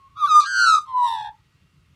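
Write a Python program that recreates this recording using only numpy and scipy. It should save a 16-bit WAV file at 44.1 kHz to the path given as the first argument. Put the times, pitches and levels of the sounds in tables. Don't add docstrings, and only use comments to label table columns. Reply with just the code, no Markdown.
import sys
import numpy as np
from scipy import signal
from scipy.fft import rfft, irfft
from scipy.io import wavfile
from scipy.ndimage import uniform_filter1d

SR = 44100
rng = np.random.default_rng(int(sys.argv[2]) if len(sys.argv) > 2 else 0)


def volts(x):
    e = np.asarray(x, float) / 20
    return 10 ** e


def master(y):
    cut = np.clip(np.atleast_2d(y).T, -1, 1)
    pcm = np.round(cut * 32767)
    wavfile.write(sys.argv[1], SR, pcm.astype(np.int16))


N = 85995

# start_s, peak_hz, spacing_hz, ripple_db
TUBE = [
    (0, 3975, 2300, 4.5),
    (.297, 4231, 1900, 3),
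    (0.864, 3618, 2050, 5.5),
]


def evened(x):
    return x / np.sqrt(np.mean(abs(x) ** 2) + 1e-20)


def read(points, hz):
    f, value = np.transpose(points)
    return np.interp(np.log(hz + 1), np.log(f + 1), value)


def wander(hz):
    a, b = rng.standard_normal((N, 2)).T
    lowpass = np.exp(-(np.fft.fftfreq(N, 1 / SR) / hz) ** 2)
    return evened(np.fft.ifft((a + 1j * b) * lowpass))


def bed(colour, level_db, patchy_db):
    hz = np.fft.rfftfreq(2048, 1 / SR)
    a, b, patches = rng.standard_normal((N // 512 + 5, 1025, 3)).T
    patches = uniform_filter1d(patches, size=14, axis=0)
    patches = evened(uniform_filter1d(patches, size=4, axis=1))
    inside = (hz >= colour[0][0] * .7) & (hz <= colour[-1][0] * 1.1)
    gain = volts(read(colour, hz)[:, None] + patchy_db * patches) * inside[:, None]
    noise = signal.istft((a + 1j * b) * gain, nperseg=2048, noverlap=1536)[1]
    return volts(level_db) * evened(noise[:N])


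def rumble():
    # pitch_hz, level_db per Hz
    traffic_colour = [(15, -26), (30, -8), (50, -3), (75, -2), (102, -0.5), (167, -4.5), (210, -18),
                      (275, -23), (330, -22), (430, -57), (730, -120)]
    return bed(traffic_colour, -60, patchy_db=3)


def air():
    # pitch_hz, level_db per Hz
    air_colour = [(150, -38), (250, -5.5), (359, -7), (738, -17.5), (1260, -7), (1600, -13), (1870, -12.5),
                  (2870, -11), (15200, -33)]
    return bed(air_colour, -68.5, patchy_db=1.2)


def whine():
    # pitch_hz, level_db rms
    machine_tones = [(1281, -79), (1922, -78.5), (2132, -79), (2347, -96.5), (2557, -77.5), (2772, -77.5),
                     (3198, -91.5), (4479, -85)]
    t = np.arange(N) / SR
    out = 0
    for hz, db in machine_tones:
        fading = 0.51 + 0.75 * wander(1.7)
        out = out + volts(db) * (np.exp(2j * np.pi * hz * t) * fading).real
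    return out


def garden(x):
    echo_db, echo_t60_s, echo_start_s = -24, .23, .013
    taps = np.zeros(SR // 2)
    at = np.arange(0, len(taps) - 40, 40)
    taps[at + rng.integers(0, 40, len(at))] = rng.choice([-1., 1.], len(at))
    t = np.arange(len(taps)) / SR
    taps = taps * volts(-60 * t / echo_t60_s) * np.clip(t / echo_start_s, 0, 1) ** 2
    taps = signal.lfilter([.4], [1, -.6], taps)
    return volts(echo_db) * signal.fftconvolve(x, taps / np.linalg.norm(taps))[:N]


def membrane(notes, rough):
    t = np.arange(N) / SR
    size, weighted_hz = 1e-7, 1e-4
    for note in notes:
        s, hz, db = np.transpose(sorted(note))
        level = volts(np.interp(t, s, db)) * (t >= s[0]) * (t < s[-1])
        size = size + level
        weighted_hz = weighted_hz + np.interp(t, s, hz) * level
    hz = uniform_filter1d(weighted_hz / size, size=200)
    jitter_hz = 4 * (1 + 4 * rough) * wander(140).real
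    turn = np.exp(2j * np.pi * np.cumsum(hz + jitter_hz) / SR)
    return turn, uniform_filter1d(size, size=150), hz


def syrinx(rough):
    # start_s, pitch_hz, level_db
    lead_notes = [
        [(0, 1097, -54), (.05, 1090, -47.5), (.08, 1068, -48.5), (.093, 1209, -71), (.11, 1120, -57.5),
         (.14, 1105, -56.5), (.155, 1007, -63.5)],
        [(.152, 1208, -61), (.17, 1253, -38.5), (.2, 1271, -27.5), (.23, 1202, -14.5), (.245, 1169, -10),
         (.262, 1144, -14), (.275, 1239, -24), (.292, 1140, -70.5)],
        [(.39, 1258, -54), (.405, 1340, -31), (.42, 1273, -29.5), (.442, 1251, -29), (.46, 1291, -60.5)],
    ]
    # start_s, pitch_hz, level_db
    carol_legs = [
        [(.252, 1647, -52), (.275, 1468, -29), (.29, 1280, -21), (.32, 1240, -9.5), (.337, 1219, -12),
         (.36, 1215, -5), (.401, 1202, -7), (.413, 1162, -20.5), (.448, 1172, -25)],
        [(.458, 1265, -27), (.472, 1387, -31.5), (.49, 1474, -28.5), (.52, 1466, -27), (.56, 1453, -20),
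         (.6, 1423, -16), (.625, 1408, -14), (.65, 1386, -17.5)],
        [(.675, 1328, -11), (.72, 1291, -11), (.752, 1258, -10), (.762, 1230, -14), (.775, 1182, -26)],
        [(.784, 1212, -14.5), (.8, 1224, -31.5), (.84, 1226, -40.5), (.865, 1210, -63.5)],
    ]
    # start_s, pitch_hz, level_db
    fall_legs = [
        [(.86, 1066, -51), (.89, 1057, -33.5), (.93, 1021, -28.5), (.95, 1001, -18), (.975, 1004, -15),
         (.99, 993, -16), (1.03, 964.7, -13), (1.055, 970.3, -15.5), (1.07, 952.7, -20)],
        [(1.09, 927.3, -21.5), (1.11, 914.4, -23.5), (1.15, 908, -23.5), (1.17, 876, -28), (1.19, 869, -27),
         (1.23, 846, -31), (1.25, 842.5, -31.5), (1.27, 836, -32)],
        [(1.297, 839, -33.5), (1.315, 888.5, -42), (1.33, 864, -65), (1.35, 872, -51), (1.37, 908.4, -75),
         (1.39, 886.3, -56.5), (1.41, 852.5, -90)],
    ]
    # start_s, pitch_hz, level_db
    second_notes = [
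        [(.152, 1203, -59.5), (.17, 1130, -37.5), (.19, 1164, -36.5), (.225, 1049, -46), (.24, 1076, -60)],
        [(.215, 1250, -53.5), (.235, 1367, -40), (.26, 1226, -37), (.275, 1311, -61)],
        [(.435, 1632, -49), (.462, 1602, -26), (.5, 1597, -25.5), (.54, 1563, -23), (.565, 1560, -20),
         (.6, 1546, -16.5), (.62, 1522, -18.5), (.645, 1515, -13.5), (.66, 1481, -19.5)],
        [(.68, 1454, -17.5), (.7, 1400, -17), (.72, 1361, -19.5), (.742, 1332, -20), (.76, 1309, -17),
         (.78, 1283, -19.5), (.8, 1314, -36.5), (.82, 1280, -52)],
        [(.862, 947, -61.5), (.885, 942, -45), (.92, 910.6, -37), (.94, 924, -55.5)],
        [(.965, 1135, -54.5), (.99, 1107, -32), (1.01, 1084, -31.5), (1.03, 1052, -34.5), (1.05, 1058, -24.5),
         (1.07, 1063, -25.5), (1.09, 1029, -32.5), (1.11, 1026, -28.5), (1.13, 987.6, -27)],
        [(1.17, 973, -30.5), (1.19, 939, -33), (1.21, 948.4, -31), (1.23, 878, -38.5), (1.25, 919.4, -33),
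         (1.295, 900, -36), (1.31, 912.5, -51), (1.335, 954, -52)],
    ]
    carol_second = second_notes[2] + second_notes[3]
    fall_second = second_notes[5] + second_notes[6]
    voices = [membrane(lead_notes + [sum(fall_legs, [])], rough),
              membrane([sum(carol_legs, [])], rough),
              membrane(second_notes[:2] + [carol_second, second_notes[4], fall_second], rough)]
    return [np.array(row) for row in zip(*voices)]


def sidebands(parts, share, pitch, mean_hz):
    back_push_db, push_reach_hz, push_turn_rad = -2.5, 119, 1.6
    lead, second = parts[0] + parts[1], parts[2]
    side = lead ** 2 * second.conj() + volts(back_push_db) * second ** 2 * lead.conj()
    spread = (share * (pitch - mean_hz) ** 2).sum(0)
    return np.exp(1j * push_turn_rad) * side * np.exp(-spread / push_reach_hz ** 2)


def overtones(turns, share, parts, fed, own_db, mean_hz, rough):
    # start_s, gain_db, tilt_db per octave
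    beak_moves = [(0.137, -7.5, -8.5), (.2, 0.5, -9.5), (0.249, -9.5, -8), (0.282, 7, -6),
                  (0.305, 9, -10.5), (.396, -6, 4), (0.406, 6.5, -4), (0.458, 10, -9.5), (.49, 8.5, -5),
                  (0.6, 6, -5), (0.698, 4.5, -3), (0.784, -1.5, -3), (0.851, 6, 4), (0.95, -13.5, -4.5),
                  (1.022, -14, 1.5), (1.08, 5, 5), (1.276, 4.5, -2), (1.329, -24, -19.5)]
    octave_own_db, second_own_db, cross_db, cross_turn_rad = -8, 5.5, 10, 2.7
    rasp_hz, puff_db, puff_hz = 150, -13, 900
    chaos_hz, chaos_from = 700, .5
    s, gain_db, tilt_db = np.transpose(beak_moves)
    t = np.arange(N) / SR
    gain_db, tilt_db = np.interp(t, s, gain_db), np.interp(t, s, tilt_db)
    chaos = np.clip((rough - chaos_from) / (1 - chaos_from), 0, 1)
    richness = volts([[0], [0], [second_own_db]])
    over = 0
    for k in range(2, 19):
        own = (share * richness * turns ** k).sum(0)
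        own = own * volts(own_db + octave_own_db * (k == 2))
        cross = np.sqrt(k / 2) * (fed ** k - (parts ** k).sum(0))
        tone = own + volts(cross_db) * np.exp(1j * cross_turn_rad) * cross
        wide = wander(chaos_hz + puff_hz * k / 10)
        rasp = np.clip(rough * (k / 3) ** 1.25, 0, 1)
        flutter = (1 - chaos) * wander(rasp_hz * np.sqrt(k)) + chaos * wide
        puff = volts(puff_db) * rasp * (k > 3) * wide
        tone = tone * (np.sqrt(1 - rasp ** 2) + rasp * flutter + puff)
        tone = tone * np.exp(1j * k * k)
        beak_gain = volts(gain_db + tilt_db * np.log2(k * mean_hz / 4000))
        over = over + (tone * beak_gain).real * (k * mean_hz < 17000)
    return over


def windpipe(x, phrase):
    # pitch_hz, level_db
    first_colour = [(2400, -34), (3600, -26.5), (4700, -33.5), (5900, -34), (8200, -43.5), (10000, -37),
                    (12500, -43.5), (15000, -56.5)]
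    # pitch_hz, level_db
    carol_colour = [(2400, -38), (3000, -34), (4200, -24.5), (6000, -31), (9000, -38), (11300, -56.5),
                    (13000, -56.5), (15000, -57.5)]
    # pitch_hz, level_db
    shut_colour = [(1650, -25), (2700, -28.5), (3700, -25.5), (5700, -42.5), (8000, -44.5), (10000, -46.5),
                   (10800, -64), (15000, -55)]
    # pitch_hz, width_hz, depth_db
    pouch_dips = [
        (7668, 500, -21),
        (5100, 520, -4),
        (6768, 537, -13),
    ]
    hz = np.fft.rfftfreq(N, 1 / SR)
    colours = (first_colour, carol_colour, shut_colour)
    out = 0
    for k, (start, peak_hz, spacing_hz, ripple_db) in enumerate(TUBE):
        dip_hz, width_hz, depth_db = pouch_dips[k]
        ripple = ripple_db * (np.cos(2 * np.pi * (hz - peak_hz) / spacing_hz) - 1)
        pouch = depth_db * np.exp(-((hz - dip_hz) / width_hz) ** 2)
        gate = uniform_filter1d(1. 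* (phrase == k), size=400)
        out = out + irfft(rfft(x * gate) * volts(read(colours[k], hz) + ripple + pouch), N)
    return out


def bird():
    # start_s, roughness 0-1
    airflow = [(.14, .2), (.23, .18), (.265, .62), (.3, .4), (.315, .04), (.397, .04), (.407, .72),
               (.455, .7), (.49, .13), (.6, .2), (.72, .28), (.79, .4), (.9, .3), (.95, .08), (1.03, .24),
               (1.1, .19), (1.3, .2)]
    # root_push_db, overtone_push_db, own_overtones_db
    push_levels = [
        (5.5, 4.5, 9),
        (-0.5, 3.5, 6),
        (2, 9.5, 1),
    ]
    t = np.arange(N) / SR
    rough = np.interp(t, *np.transpose(airflow))
    turns, sizes, pitch = syrinx(rough)
    total = sizes.sum(0)
    share = sizes / total
    mean_hz = (sizes * pitch).sum(0) / total
    parts = share * turns
    both = parts.sum(0)
    side = sidebands(parts, share, pitch, mean_hz)
    phrase = np.searchsorted([row[0] for row in TUBE[1:]], t)
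    root_db, feed_db, own_db = np.array(push_levels)[phrase].T
    unsteady = 1 + .12 * rough * wander(150) + volts(-43) * wander(650)
    root = (both + volts(root_db) * 2 * share[2] * side) * unsteady
    fed = (both + volts(feed_db) * side) / (1 + volts(feed_db) * uniform_filter1d(abs(side), size=800))
    over = overtones(turns, share, parts, fed, own_db, mean_hz, rough)
    return (total * root).real + windpipe(total * over, phrase)


def scene():
    duck_db, duck_from_db = -1, -41.5
    voice = bird()
    loud = uniform_filter1d(voice ** 2, size=2000)
    duck = volts(duck_db * loud / (loud + volts(2 * duck_from_db)))
    hiss = (air() + whine()) * duck
    return (voice + garden(voice) + hiss + rumble())[None]


def masked(x):
    mask_db, masked_db, mask_from_hz = -25, -22, 1850
    hz, t, z = signal.stft(x, SR, nperseg=1024, noverlap=768)
    power = uniform_filter1d(abs(z) ** 2, size=5, axis=-1)
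    near = uniform_filter1d(power, size=4, axis=-2)
    wide = uniform_filter1d(power, size=37, axis=-2)
    drop = (near < wide * volts(2 * mask_db)) & (hz[:, None] > mask_from_hz)
    z = z * np.where(drop, volts(masked_db), 1)
    return signal.istft(z, SR, nperseg=1024, noverlap=768)[1][:, :N]


def band_limit(x):
    return signal.sosfilt(signal.butter(12, 15400, fs=SR, output="sos"), x)


def record(dry):
    bass_cut = signal.butter(4, 42, "highpass", fs=SR, output="sos")
    mix = masked(signal.sosfilt(bass_cut, dry))
    return band_limit(mix)


dry = scene()
out = record(dry)
master(out)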